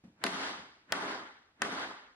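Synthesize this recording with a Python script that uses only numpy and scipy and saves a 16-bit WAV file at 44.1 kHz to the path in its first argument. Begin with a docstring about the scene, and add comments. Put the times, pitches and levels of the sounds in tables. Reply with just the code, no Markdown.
"""Quiet workshop air and soft bumps as a hand shifts a plywood panel, two before and one between the first
two of three evenly timed mallet blows. A faint rush and a scuff lead into each blow. Noise bursts make
the cracks and dying sines the wood; the first blow thuds fullest and is followed at once by the joint
knocking home. Each knock reflects off walls into a diffuse echo of shaped noise and standing waves. The
recorder's limiter ducks at every blow and recovers about as fast as the room dies, so the echo seems to hang."""
import sys
import numpy as np
from scipy import signal
from scipy.fft import rfft, irfft
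from scipy.io import wavfile
from scipy.ndimage import uniform_filter1d

SR = 44100
rng = np.random.default_rng(int(sys.argv[2]) if len(sys.argv) > 2 else 0)


def output_pcm(signal):
    """Save a mono or channel-first signal as 16-bit PCM at the path in sys.argv[1].

    Samples are clipped to [-1, 1] before scaling.
    """
    pcm = np.clip(np.atleast_2d(signal).T, -1, 1) * 32767
    wavfile.write(sys.argv[1], SR, np.round(pcm).astype(np.int16))


N = 94815

# mallet blows: t/s, strength/dB, crack level/dB, crack t60/s, thud level/dB, ring level/dB,
# echo level/dB, echo treble/dB
BLOW_EVENTS = [(0.239, 3.5, 0.5, 0.018, -0.5, -5, -1.17, 2.5),
               (0.9223, 1.5, -3, .013, -16.5, 0, -1.57, -2.5), (1.6190, -3.5, -1, 0.0082, -4.5, 6.5, 4, -2)]
# left-right likeness of diffuse sound: f/Hz, correlation (1 same, -1 opposite)
LIKENESS = [(40, 0.99), (180, 1), (400, 0.92), (800, 0.47), (1500, -0.07), (2600, -.3), (4000, -0.5),
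            (6500, -0.74), (11000, -0.73)]
# colour of the diffuse echo: f/Hz, relative level per Hz/dB
ECHO_COLOUR = [(30, -37), (60, -18.5), (120, -21), (180, -9), (270, -3), (362, -6), (405, -1), (460, -8.5),
               (700, -4.5), (920, -3), (1130, -3.5), (1460, -3.5), (1980, -6.5), (2500, -12), (3750, -11.5),
               (4900, -15.5), (5900, -19.5), (10400, -26), (13200, -52.5)]
# how long the room rings in each band: f/Hz, t60/s
ROOM_DECAY = [(100, 0.65), (260, 0.6), (700, 0.65), (1600, 0.7), (4500, .7), (8000, 0.58), (13000, 0.46)]


def amp(db):
    """Decibels to gain."""
    return 10 ** (np.asarray(db) / 20)


def read(points, hz):
    """Reads a table over frequency on a log-frequency axis."""
    f, value = np.transpose(points)
    return np.interp(np.log(hz + 1), np.log(f), value)


def add(mix, s, sound):
    """Mixes a stereo sound in at time s, cut off at the end of the mix."""
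    part = mix[:, round(s * SR):][:, :sound.shape[1]]
    part += sound[:, :part.shape[1]]


def cut(x, order, hz, kind="low"):
    """Butterworth low-pass or high-pass filter."""
    return signal.sosfilt(signal.butter(order, hz, kind, fs=SR, output="sos"), x)


def noise(colour, likeness, size):
    """Stereo noise of rms 1 with a given colour, its mid and side balanced for left-right likeness."""
    hz = np.fft.rfftfreq(size, 1 / SR)
    mid, side = np.exp(2j * np.pi * rng.random((2, len(hz))))
    same = read(likeness, hz)
    mid = mid * np.sqrt(1 + same)
    side = side * np.sqrt(1 - same)
    stereo = np.array([mid + side, mid - side])
    x = irfft(stereo * amp(read(colour, hz)), size)
    return x / x.std()


def modes(table, t, rise_s):
    """Dying sines; the lower ones arrive and swell later, as bending waves do."""
    travel_s = 0.00289  # at 1 kHz, like rise_s
    out = 0
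    for k, (hz, db, t60) in enumerate(table):
        slow = np.sqrt(1000 / hz)  # bending waves are slower at lower pitch
        age = np.maximum(t - travel_s * slow, 0)
        swell = 1 - np.exp(-age / (rise_s * slow))
        polarity = (-1) ** k
        out = out + polarity * amp(db - 60 * age / t60) * swell * np.sin(2 * np.pi * hz * age)
    return out


def air():
    """The quiet air of the workshop: steady noise, strongest in the bass."""
    # f/Hz, relative level per Hz/dB
    air_colour = [(25, -1.5), (70, -5), (140, -12), (300, -13), (600, -17), (2000, -17.5), (5000, -24.5),
                  (10000, -34.5), (16000, -47.5)]
    level_db = -73.5
    return amp(level_db) * noise(air_colour, LIKENESS, size=N)


def bumps():
    """The hand shifts the panel: it rocks softly on the bench as dying sines, with a little scuffing noise."""
    # t/s, level/dB, scuff level/dB
    bump_events = [(0.038, -50, -5.5), (0.07, -59, -13), (0.582, -52.5, -4)]
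    # rocking of the panel: f/Hz, level/dB, t60/s
    rock_modes = [(186, 2, 0.13), (226, -5.5, 0.15), (540, -13.5, 0.16)]
    # scuffing: f/Hz, relative level per Hz/dB
    bump_colour = [(40, -22), (100, -5.5), (280, -4.5), (480, -21), (2500, -29), (10000, -43),
                   (15000, -59.5)]
    rock_rise_s, scuff_rise_s, scuff_t60_s = 0.0033, 0.0012, 0.42
    out = np.zeros((2, N))
    t = np.arange(SR // 3) / SR
    for s, db, scuff_db in bump_events:
        rise = np.minimum(t / scuff_rise_s, 1)
        decay = amp(scuff_db - 60 * t / scuff_t60_s)
        scuff = noise(bump_colour, LIKENESS, size=len(t)) * rise * decay
        add(out, s, amp(db) * (modes(rock_modes, t, rock_rise_s) + scuff))
    return out


def rushes():
    """A faint rush of noise swells exponentially just ahead of each blow and stops at its onset."""
    # f/Hz, relative level per Hz/dB
    rush_colour = [(50, -19.5), (230, 5), (450, -6), (1650, -4), (5000, -24.5), (10000, -31.5),
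                   (15000, -69.5)]
    level_db, swell_db_per_s = -51.5, 389
    out = np.zeros((2, N))
    ahead = np.arange(SR // 10)[::-1] / SR  # seconds left before the blow
    for s, db, *_ in BLOW_EVENTS:
        swell = amp(level_db + db - swell_db_per_s * ahead)
        add(out, s - ahead[0], noise(rush_colour, LIKENESS, size=len(ahead)) * swell)
    return out


def scuffs():
    """A short, faint scuff of midrange noise rises into each blow."""
    # t/s, level/dB
    scuff_events = [(0.212, -50.5), (.888, -53.5), (1.593, -60)]
    # f/Hz, relative level per Hz/dB
    scuff_colour = [(1000, -13.5), (1600, -4), (2300, -14), (12000, -50)]
    rise_s = 0.008
    out = np.zeros((2, N))
    t = np.arange(SR // 30) / SR
    for s, db in scuff_events:
        rise = 1 - np.exp(-t / rise_s)
        add(out, s, noise(scuff_colour, LIKENESS, size=len(t)) * amp(db) * rise)
    return out


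def panel(crack_db, crack_t60, thud_db, ring_db):
    """A short noise crack in the centre, then the modes of the panel, which lies to the left."""
    # bending of the whole panel: f/Hz, level/dB, t60/s
    thud_modes = [(181.7, -23.5, 0.28), (214.5, -18.5, 0.29), (267.2, -10, 0.1), (327.5, -22, 0.056),
                  (371.7, -33, 0.044), (410, -12, 0.13), (520, -17.5, 0.078), (673.7, -12, 0.18),
                  (752, -8.5, 0.033), (853, -13, 0.038), (1022, -12, 0.069)]
    # ring of the struck edge: f/Hz, level/dB, t60/s
    ring_modes = [(680, -17.5, 0.066), (863, -25, 0.024), (1142, -20.5, 0.14), (1241, -16, 0.033),
                  (1491, -6.5, 0.035), (1729, -14.5, 0.035), (1880, -8, 0.022), (1998, -22.5, 0.089),
                  (2667, -5.5, 0.012), (3250, -13, 0.023), (3990, -18.5, .018), (6660, -16.5, 0.0098),
                  (10470, -28.5, .014)]
    # crack: f/Hz, relative level per Hz/dB
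    crack_colour = [(100, -10.5), (400, 3), (1600, 4.5), (2600, 2.5), (4100, 4.5), (5600, -3.5),
                    (7500, -16.5), (10700, -10), (12000, -24.5), (16000, -46.5)]
    thud_rise_s, ring_rise_s = 0.0031, 0.00085
    right_db, right_lag_s = -2.5, 0.00011
    crack_trim_db, crack_likeness = -2, 0.69
    low_cut_hz, high_cut_hz = 115, 11500
    t = np.arange(SR // 3) / SR

    thud = amp(thud_db) * modes(thud_modes, t, thud_rise_s)
    ring = amp(ring_db) * modes(ring_modes, t, ring_rise_s)
    wood = thud + ring
    right = amp(right_db) * np.interp(t - right_lag_s, t, wood, left=0)
    out = np.array([wood, right])

    burst = noise(crack_colour, [(1000, crack_likeness)], size=2048)
    decay = amp(crack_trim_db + crack_db - 60 * t[:burst.shape[1]] / crack_t60)
    add(out, 0, burst * decay)
    return cut(cut(out, 6, high_cut_hz), 3, low_cut_hz, "high")


def standing(t):
    """Standing waves build up and die with the room; the higher ones differ more between left and right."""
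    # f/Hz, level/dB
    standing_modes = [(214, -44), (269, -35.5), (323, -34.5), (522, -38), (673, -45), (724, -38.5),
                      (853, -37.5)]
    rise_s = 0.0053
    out = 0
    for hz, db in standing_modes:
        apart = np.arccos(read(LIKENESS, hz)) * rng.choice([-1, 1])  # phase between the channels
        phase = 2 * np.pi * rng.random() + np.array([[0], [apart]])
        decay = amp(db - 60 * t / read(ROOM_DECAY, hz))
        out = out + decay * np.sin(2 * np.pi * hz * t + phase)
    return out * (1 - np.exp(-t / rise_s))


def workshop(paths, treble_db):
    """The echo of one knock: partly shared paths, in uneven clumps, each band dying at its own speed."""
    # far-wall reflections come in clusters: time after the knock t/s, echo level/dB
    cluster_levels = [(.035, 2), (.075, -1.5), (.105, 0.95), (.135, -1.2), (.172, 0.2), (.21, 0.5),
                      (.3, -0.02)]
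    level_db, rise_s, treble_hz = -19.5, 0.00071, 2620
    shared, patch_db = 0.63, 1.5  # part of the power common to all knocks; spread of the clumps
    size = paths.shape[1]
    age = np.arange(size) / SR

    fresh = noise(ECHO_COLOUR, LIKENESS, size=size)
    diffuse = np.sqrt(shared) * paths + np.sqrt(1 - shared) * fresh
    hz, t, z = signal.stft(diffuse, SR, nperseg=512)

    shelf_db = treble_db * hz ** 4 / (hz ** 4 + treble_hz ** 4)
    patches = rng.standard_normal(z.shape[1:])
    patches = uniform_filter1d(patches, size=9, axis=0)  # over frequency
    patches = uniform_filter1d(patches, size=3, axis=1)  # over time
    clumps_db = patch_db * patches / patches.std()
    decay_db = -60 * t / read(ROOM_DECAY, hz)[:, None]
    clusters_db = np.interp(t, *np.transpose(cluster_levels))
    z = z * amp(clusters_db + shelf_db[:, None] + clumps_db + decay_db)

    tail = signal.istft(z, SR, nperseg=512)[1][:, :size]
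    rise = 1 - np.exp(-age / rise_s)
    return amp(level_db) * tail * rise + standing(age)


def ripple(x):
    """Colours the echo with the countless narrow resonances of panel and room, the same for every blow."""
    depth_db, from_hz = 1.4, 900
    hz = np.fft.rfftfreq(4096, 1 / SR)
    bends = rng.standard_normal(len(hz))
    bends = uniform_filter1d(uniform_filter1d(bends, size=3), size=2)
    bends_db = depth_db * bends / bends.std() * hz / (hz + from_hz)
    # folding the cepstrum forward in time keeps the filter from ringing ahead of the sound
    cepstrum = irfft(np.log(amp(bends_db)))
    folded = 2 * cepstrum[:len(cepstrum) // 2]
    response = irfft(np.exp(rfft(folded, len(cepstrum))))
    return signal.fftconvolve(x, response[None], axes=1)[:, :N]


def knocks():
    """Every knock: direct sound, dull reflections from alternate sides, and the room's echo."""
    # the joint knocks home: t/s, strength/dB, crack level/dB, crack t60/s, thud level/dB, ring level/dB,
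    # echo level/dB, echo treble/dB
    seating_events = [(0.2648, -2, -2.5, 0.019, -2, -0.5, -11, 4.5)]
    # single reflections: delay t/s, level/dB, dulled above f/Hz
    wall_paths = [(.0125, -15, 3060), (.028, -14, 2600), (.102, -28.5, 2850), (.168, -36, 5900)]
    out, echo = np.zeros((2, 2, N))
    paths = noise(ECHO_COLOUR, LIKENESS, size=SR * 3 // 2)
    events = [*BLOW_EVENTS, *seating_events]
    for s, db, crack_db, crack_t60, thud_db, ring_db, echo_db, treble_db in events:
        direct = amp(db) * panel(crack_db, crack_t60, thud_db, ring_db)
        add(out, s, direct)
        for k, (delay, wall_db, cut_hz) in enumerate(wall_paths):
            dull = cut(direct, 2, cut_hz)
            add(out, s + delay, amp(wall_db) * dull[::(-1) ** k])  # every other one swaps sides
        add(echo, s, amp(db + echo_db) * workshop(paths, treble_db))
    return out + ripple(echo)


def scene():
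    """Blows and handling over the quiet air of the workshop."""
    return air() + bumps() + rushes() + scuffs() + knocks()


def smooth(x, seconds):
    """One-pole lag."""
    r = np.exp(-1 / (seconds * SR))
    return signal.lfilter([1 - r], [1, -r], x)


def record(dry):
    """A fast limiter with steady recovery, hard-knee clipping of what slips past it, then the band limit."""
    limit_db, recover_db_per_s = -25, 94
    detect_s, clamp_s = 0.0019, 0.00025
    ceiling = 0.09  # of full scale
    rumble_cut_hz, edge_hz = 60, 15900

    power = (dry ** 2).mean(0)
    level_db = 10 * np.log10(smooth(power, detect_s) + 1e-12)
    fall_db = np.arange(N) / SR * recover_db_per_s
    held_db = np.maximum.accumulate(level_db + fall_db) - fall_db  # peaks fall off at a steady rate
    over_db = np.maximum(held_db - limit_db, 0)
    limited = dry * amp(-smooth(over_db, clamp_s))

    drive = signal.resample_poly(limited / ceiling, 2, 1, axis=1)  # oversampled against aliasing
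    knee = drive / (1 + drive ** 16) ** (1 / 16)
    clipped = ceiling * signal.resample_poly(knee, 1, 2, axis=1)
    clipped = cut(clipped, 2, rumble_cut_hz, "high")
    band_limit = signal.firwin(255, edge_hz, window=("kaiser", 9), fs=SR)
    return signal.oaconvolve(clipped, band_limit[None], "same")


dry = scene()
out = record(dry)
output_pcm(out)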